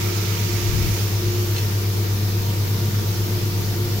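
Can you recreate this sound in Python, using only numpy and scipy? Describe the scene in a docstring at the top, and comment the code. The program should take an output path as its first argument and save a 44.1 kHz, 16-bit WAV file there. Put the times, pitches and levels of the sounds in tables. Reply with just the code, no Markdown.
"""Knitting machines in a factory hall

The microphone is carried past one circular knitting machine while others run all around. Loud mains hum
beats against a motor just above it; shafts and gears add thin wavering tones over the frames' drone.
Thousands of needles merge into a hiss, brighter on the right while the nearest ring is in front.
A low rumble swells as the microphone swings, and a loose metal part clinks twice."""
import sys
import numpy as np
from scipy import signal
from scipy.io import wavfile
from scipy.ndimage import uniform_filter1d

SR = 44100
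rng = np.random.default_rng(int(sys.argv[2]) if len(sys.argv) > 2 else 0)


def store_pcm(level_fs):
    """Save levels as 16-bit WAV."""
    pcm = np.round(np.clip(level_fs, -1, 1) * 32767).astype(np.int16)
    wavfile.write(sys.argv[1], SR, np.atleast_2d(pcm).T)


N = 176400

WAVER_HZ = 3.027  # fastest waver in the level and speed of the machine tones
# how alike the hall sounds on the two sides of the microphone: frequency_hz, correlation
COHERENCE = [(30, 0.35), (70, 0.6), (160, 0.9), (270, 0.89), (450, 0.65), (740, 0.21), (1200, 0.0099)]


def amp(db):
    """Decibels to gain."""
    return 10 ** (np.asarray(db) / 20)


def unit_rms(x):
    """Scales to rms 1."""
    return x / np.sqrt(np.mean(x ** 2) + 1e-20)


def spectrum(table, hz, column=1):
    """Reads one column of a spectrum on a log-frequency axis."""
    rows = np.array(table, float)
    return np.interp(np.log(hz + 1), np.log(rows[:, 0] + 1), rows[:, column])


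def curve(table, t, column=1):
    """Reads one column of a control curve at times t."""
    rows = np.array(table, float)
    return np.interp(t, rows[:, 0], rows[:, column])


def pan(left_db):
    """Stereo gains that put the left side left_db above the right."""
    return amp([[left_db / 2], [-left_db / 2]])


def rolloff_db(ratio, order):
    """A steep filter slope that sets in where the ratio passes 1."""
    return -10 * np.log10(1 + ratio ** order)


def wander(top_hz):
    """A smooth random curve of rms about 1: sines up to top_hz, the slowest strongest."""
    t = np.linspace(0, N / SR, 400)
    rates = top_hz * np.geomspace(1 / 20, 1, 20)
    slow = sum(np.sin(2 * np.pi * (hz * t + rng.random())) / np.sqrt(hz) for hz in rates)
    return np.interp(np.arange(N) / SR, t, unit_rms(slow))


def hall_noise(density_db, size):
    """Stereo noise that follows density_db(t, hz) in dB per Hz, near mono in the upper bass."""
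    frames = dict(fs=SR, nperseg=size, noverlap=size - size // 4)
    hz, t, white = signal.stft(rng.standard_normal((2, N)), **frames)
    alike = np.clip(spectrum(COHERENCE, hz), -1, 1)[:, None]
    right = alike * white[0] + np.sqrt(1 - alike ** 2) * white[1]
    shaped = np.array([white[0], right]) * amp(density_db(t[None], hz[:, None]))
    return np.sqrt(SR / 2) * signal.istft(shaped, **frames)[1][:, :N]


def running_time(drift=0.00068):
    """Seconds as kept by a drive whose speed drifts a little."""
    return np.cumsum(1 + drift * wander(WAVER_HZ)) / SR


def machine_tone(hz, db, clock, waver_db=1.4):
    """A wavering tone heard across the hall; high ones differ most between left and right."""
    apart = np.arccos(np.clip(spectrum(COHERENCE, hz), 0, 1))
    shared = wander(WAVER_HZ)
    per_side = np.array([wander(WAVER_HZ), wander(WAVER_HZ)])
    phase_gap = apart * (rng.choice([-1, 1]) * .8 + 0.51 * wander(WAVER_HZ / 2))
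    level_db = db + waver_db * (np.cos(apart) * shared + np.sin(apart) * per_side)
    phase = 2 * np.pi * (hz * clock + rng.random()) + phase_gap * np.array([[.5], [-.5]])
    return np.sqrt(2) * amp(level_db) * np.sin(phase)


def chatter_db(t, hz, patch_db=1.08, flicker_db=0.18):
    """Needle strokes bunch at random: small patches of level and a fast flicker across all bands."""
    patches = uniform_filter1d(rng.standard_normal((hz.size, t.size)), size=6, axis=0)
    patches = uniform_filter1d(patches, size=20, axis=1)
    flicker = uniform_filter1d(rng.standard_normal(t.size), size=4)
    return patch_db * unit_rms(patches) + flicker_db * unit_rms(flicker)


def hum(mains_hz=100.04, beat_hz=8.265, in_step_s=0.069):
    """Mains hum and a slightly faster motor beat about eight times a second."""
    # strength of the mains hum: time_s, level_db
    mains_level = [(0, -23.5), (.7, -23.5), (1, -23), (2.1, -21.5), (2.9, -22), (3.3, -23.5), (4, -23.5)]
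    # strength of the motor tone: time_s, level_db
    motor_level = [(0, -34), (.9, -29.5), (2.2, -33.5), (3.1, -28.5), (4, -32.5)]
    t = np.arange(N) / SR
    mains_phase = 2 * np.pi * mains_hz * t
    motor_phase = mains_phase + 2 * np.pi * beat_hz * (t - in_step_s)
    mains = amp(curve(mains_level, t)) * np.sin(mains_phase)
    motor = amp(curve(motor_level, t)) * np.sin(motor_phase)
    return np.sqrt(2) * (mains + motor) * pan(left_db=1.26)


def hall_needles(trim_db=0.16):
    """Distant needles all over the hall merge into an even hiss."""
    # the distant hiss: frequency_hz, left_db_per_hz, right_db_per_hz
    hiss = [(600, -72, -69.4), (1000, -71, -71.5), (1350, -75, -70.5), (1650, -73.5, -73.5),
            (2150, -72.7, -73), (2600, -74.0, -73), (3800, -72.5, -72.5), (5300, -73, -69),
            (6900, -77.5, -74), (7680, -81, -78), (8200, -90.5, -82.5), (9200, -77.5, -81),
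            (10150, -77, -82), (10970, -79.5, -93), (12140, -72, -82.9), (13300, -70, -81.5),
            (15600, -72.5, -78)]

    def density_db(t, hz):
        sides = np.array([spectrum(hiss, hz, column=1), spectrum(hiss, hz, column=2)])
        return trim_db + sides + rolloff_db(540 / (hz + 1), order=12) + chatter_db(t, hz)
    return hall_noise(density_db, size=512)


def near_needles(treble_hz=8550):
    """The needles of the nearest machine hiss close by and fall away as the microphone turns."""
    # the close hiss at 0 dB gain: frequency_hz, left_db_per_hz, right_db_per_hz
    hiss = [(700, -79.5, -79), (1050, -77, -78), (1340, -77.5, -75), (1580, -77.5, -72), (2300, -75.5, -69),
            (3200, -78.5, -70.5), (4530, -91, -69.5), (5660, -89, -67.5), (6700, -89, -69),
            (8340, -101, -79.5), (9700, -83, -76), (11100, -92, -85), (12500, -84, -77), (15600, -84, -74)]
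    # its fall during the turn: time_s, left_gain_db, right_gain_db
    turn = [(0, 1, 0.5), (.6, 1, 1.8), (1, 1.5, 0.5), (1.15, 0.5, -5), (1.6, 0, -5.5), (1.85, -1, -13),
            (2.2, -22, -24), (4, -22, -22)]
    # its top treble on the right: time_s, gain_db
    treble_gain = [(0, -0.5), (.6, -2), (.85, -1), (1.04, 4), (1.15, -4), (1.35, 4), (1.6, 4), (2, 2)]

    def density_db(t, hz):
        treble = curve(treble_gain, t) * (.5 + .5 * np.tanh((hz - treble_hz) / 2000))
        left = spectrum(hiss, hz, column=1) + curve(turn, t, column=1)
        right = spectrum(hiss, hz, column=2) + curve(turn, t, column=2) + treble
        return np.array([left, right]) + rolloff_db(500 / (hz + 1), order=8) + chatter_db(t, hz)
    return hall_noise(density_db, size=512)


def needle_ring():
    """The needles set the metal of the nearest machine ringing in two narrow bands."""
    # resonances of the ring at 0 dB gain: centre_hz, width_hz, peak_db_per_hz, left_over_right_db
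    modes = [(1310, 110, -66, 2.5), (2320, 330, -68.5, -6)]
    # strength of each resonance: time_s, lower_gain_db, upper_gain_db
    gains = [(0, 2.5, 1), (.3, -1, -2.5), (.48, -6, -3), (.85, -4, 0), (1.02, -3, -6), (1.15, -18, -21),
             (4, -18, -17)]
    out = 0
    for column, (centre, width, db, left_db) in enumerate(modes, start=1):
        band = hall_noise(lambda t, hz: db + rolloff_db(2 * abs(hz - centre) / width, order=4), 2048)
        out = out + band * pan(left_db) * amp(curve(gains, np.arange(N) / SR, column))
    return out


def frame_drone(split_hz=270):
    """Frames and guards shake in a few broad low resonances; those below split_hz swell and sink."""
    # the drone at 0 dB gain: frequency_hz, level_db_per_hz
    resonances = [(20, -58), (34, -61), (45, -62), (59, -65), (80, -72), (115, -55), (135, -52.5),
                  (160, -58.5), (187, -61), (208, -56.5), (240, -64), (295, -62.5), (330, -55),
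                  (355, -55.5), (385, -64.5), (430, -64.5), (500, -68)]
    # swell of its lower part: time_s, gain_db
    low_gain = [(0, -1), (.5, 0.5), (1.15, -4), (1.5, 1), (1.8, -4.5), (2.5, 1), (3.3, 3), (4, 4)]

    def density_db(t, hz):
        swell = curve(low_gain, t) * (.5 - .5 * np.tanh((hz - split_hz) / 30))
        return swell + spectrum(resonances, hz) + rolloff_db(hz / 560, order=12)
    return hall_noise(density_db, size=4096)


def drives(shaft_hz=59.1):
    """The orders of the near shaft move together; the neighbouring drives each keep their own speed."""
    # tones of the near shaft, with the needle rate at order 20: order, level_db
    orders = [(1, -47), (2, -54), (3, -40.5), (8, -47), (12, -55), (20, -57), (40, -59), (60, -55.5),
              (80, -59), (100, -57), (120, -61)]
    # tones of the neighbouring drives: pitch_hz, level_db
    neighbours = [(200.1, -44), (210.5, -46), (216.6, -48.5), (315.7, -57), (324.9, -54.5), (329.9, -51.5),
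                  (377.9, -54), (415.8, -46.5), (421, -53), (433.2, -47.5), (459.1, -52.5), (689, -63),
                  (733.2, -63), (1172.4, -59), (1377.4, -60.5), (1419.9, -56), (1837, -59.5)]
    shaft_clock = running_time()
    shaft = sum(machine_tone(shaft_hz * order, db, shaft_clock) for order, db in orders)
    return shaft + sum(machine_tone(hz, db, running_time()) for hz, db in neighbours)


def guard_boom(pitch_hz=354.6, wobble_hz=14, wobble_rad=0.5, rough_db=2.2):
    """One guard resonates at the shaft's sixth order, swelling and fading with an unsteady phase."""
    # swells of the guard: time_s, level_db
    swells = [(0, -39), (.13, -27.5), (.21, -51), (.36, -48), (.5, -31.5), (.62, -38.5), (.77, -32),
              (.88, -41.5), (1.1, -37.5), (1.25, -34.5), (1.43, -31.5), (1.62, -40.5), (2.05, -40),
              (2.33, -54), (2.76, -38), (3.05, -46), (3.3, -35.5), (3.65, -39), (3.95, -34)]
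    t = np.arange(N) / SR
    phase = 2 * np.pi * pitch_hz * t + wobble_rad * wander(wobble_hz)
    side_phase = 0.36 * np.array([wander(wobble_hz), wander(wobble_hz)])
    level_db = curve(swells, t) + rough_db * wander(wobble_hz)
    return np.sqrt(2) * amp(level_db) * np.sin(phase + side_phase)


def buffeting():
    """A low rumble swells, mostly on the left, as the microphone swings."""
    # the rumble at 0 dB gain: frequency_hz, level_db_per_hz
    colour = [(15, -54), (28, -45.5), (60, -41), (130, -50), (210, -58.5), (300, -66), (600, -96)]
    # its swell during the swing: time_s, gain_db
    swing = [(0, -22), (.45, -25), (.53, -14), (.66, -9), (.75, 0.5), (.88, 0.5), (.98, -19), (1.27, -12),
             (1.45, -19), (4, -28)]
    rumble = hall_noise(lambda t, hz: spectrum(colour, hz), size=4096)
    return rumble * amp(curve(swing, np.arange(N) / SR)) * pan(left_db=10)


def clinks(rise_s=.002, rattle_db=-2, rattle_t60_s=.1):
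    """A loose metal part clinks twice in quick succession: short modes and a bright rattle."""
    # strikes of the part: start_s, level_db
    strikes = [(1.5622, -29.5), (1.5812, -30)]
    # its modes: pitch_hz, gain_db, t60_s
    modes = [(1990, -8, .05), (2670, -4.5, 0.069), (2975, -2, 0.025), (3500, -9, 0.043),
             (4170, -0.5, 0.058), (6350, -6, .04)]
    # colour of its rattle: frequency_hz, relative_db
    colour = [(600, -27), (1800, -7), (3000, 0), (6500, -2), (8500, -15), (16000, -24)]
    rattle = amp(rattle_db) * unit_rms(hall_noise(lambda t, hz: spectrum(colour, hz), size=512))
    out = 0
    for start, db in strikes:
        age = np.clip(np.arange(N) / SR - start, 0, 1)
        fade = -np.log(1000) * age
        clink = rattle * np.exp(fade / rattle_t60_s)
        for hz, mode_db, t60 in modes:
            phase = 2 * np.pi * (hz * age + rng.random()) + rng.normal(0, 0.74, (2, 1))
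            clink += np.sqrt(2) * amp(mode_db) * np.exp(fade / t60) * np.sin(phase)
        out = out + amp(db) * np.minimum(age / rise_s, 1) * clink
    return out


def gear_whine(rough_hz=30.04, rough_db=2):
    """Two faint, slightly rough gear tones, close in pitch, come and go together."""
    # the gear tones: pitch_hz, gain_db
    gears = [(918.4, -1.5), (945.8, 2.5)]
    # strength of the pair: time_s, level_db
    swells = [(0, -52.5), (.9, -53.5), (1.35, -61), (1.62, -51), (1.8, -59), (2.3, -56), (2.47, -49.5),
              (2.7, -52), (3.65, -51), (4, -57)]
    level_db = curve(swells, np.arange(N) / SR)
    return sum(machine_tone(hz, db + level_db + rough_db * wander(rough_hz), running_time())
               for hz, db in gears)


def scene():
    """The whole hall as it reaches the microphone."""
    needles = hall_needles() + near_needles() + needle_ring()
    machinery = hum() + drives() + guard_boom() + gear_whine() + frame_drone()
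    return machinery + needles + buffeting() + clinks()


def record(dry):
    """The recorder cuts off steeply at the top of the treble."""
    edge_hz = 15820
    band_limit = signal.firwin(1023, edge_hz, window=("kaiser", 9), fs=SR)
    return signal.oaconvolve(dry, band_limit[None], "same", axes=1)


dry = scene()
out = record(dry)
store_pcm(out)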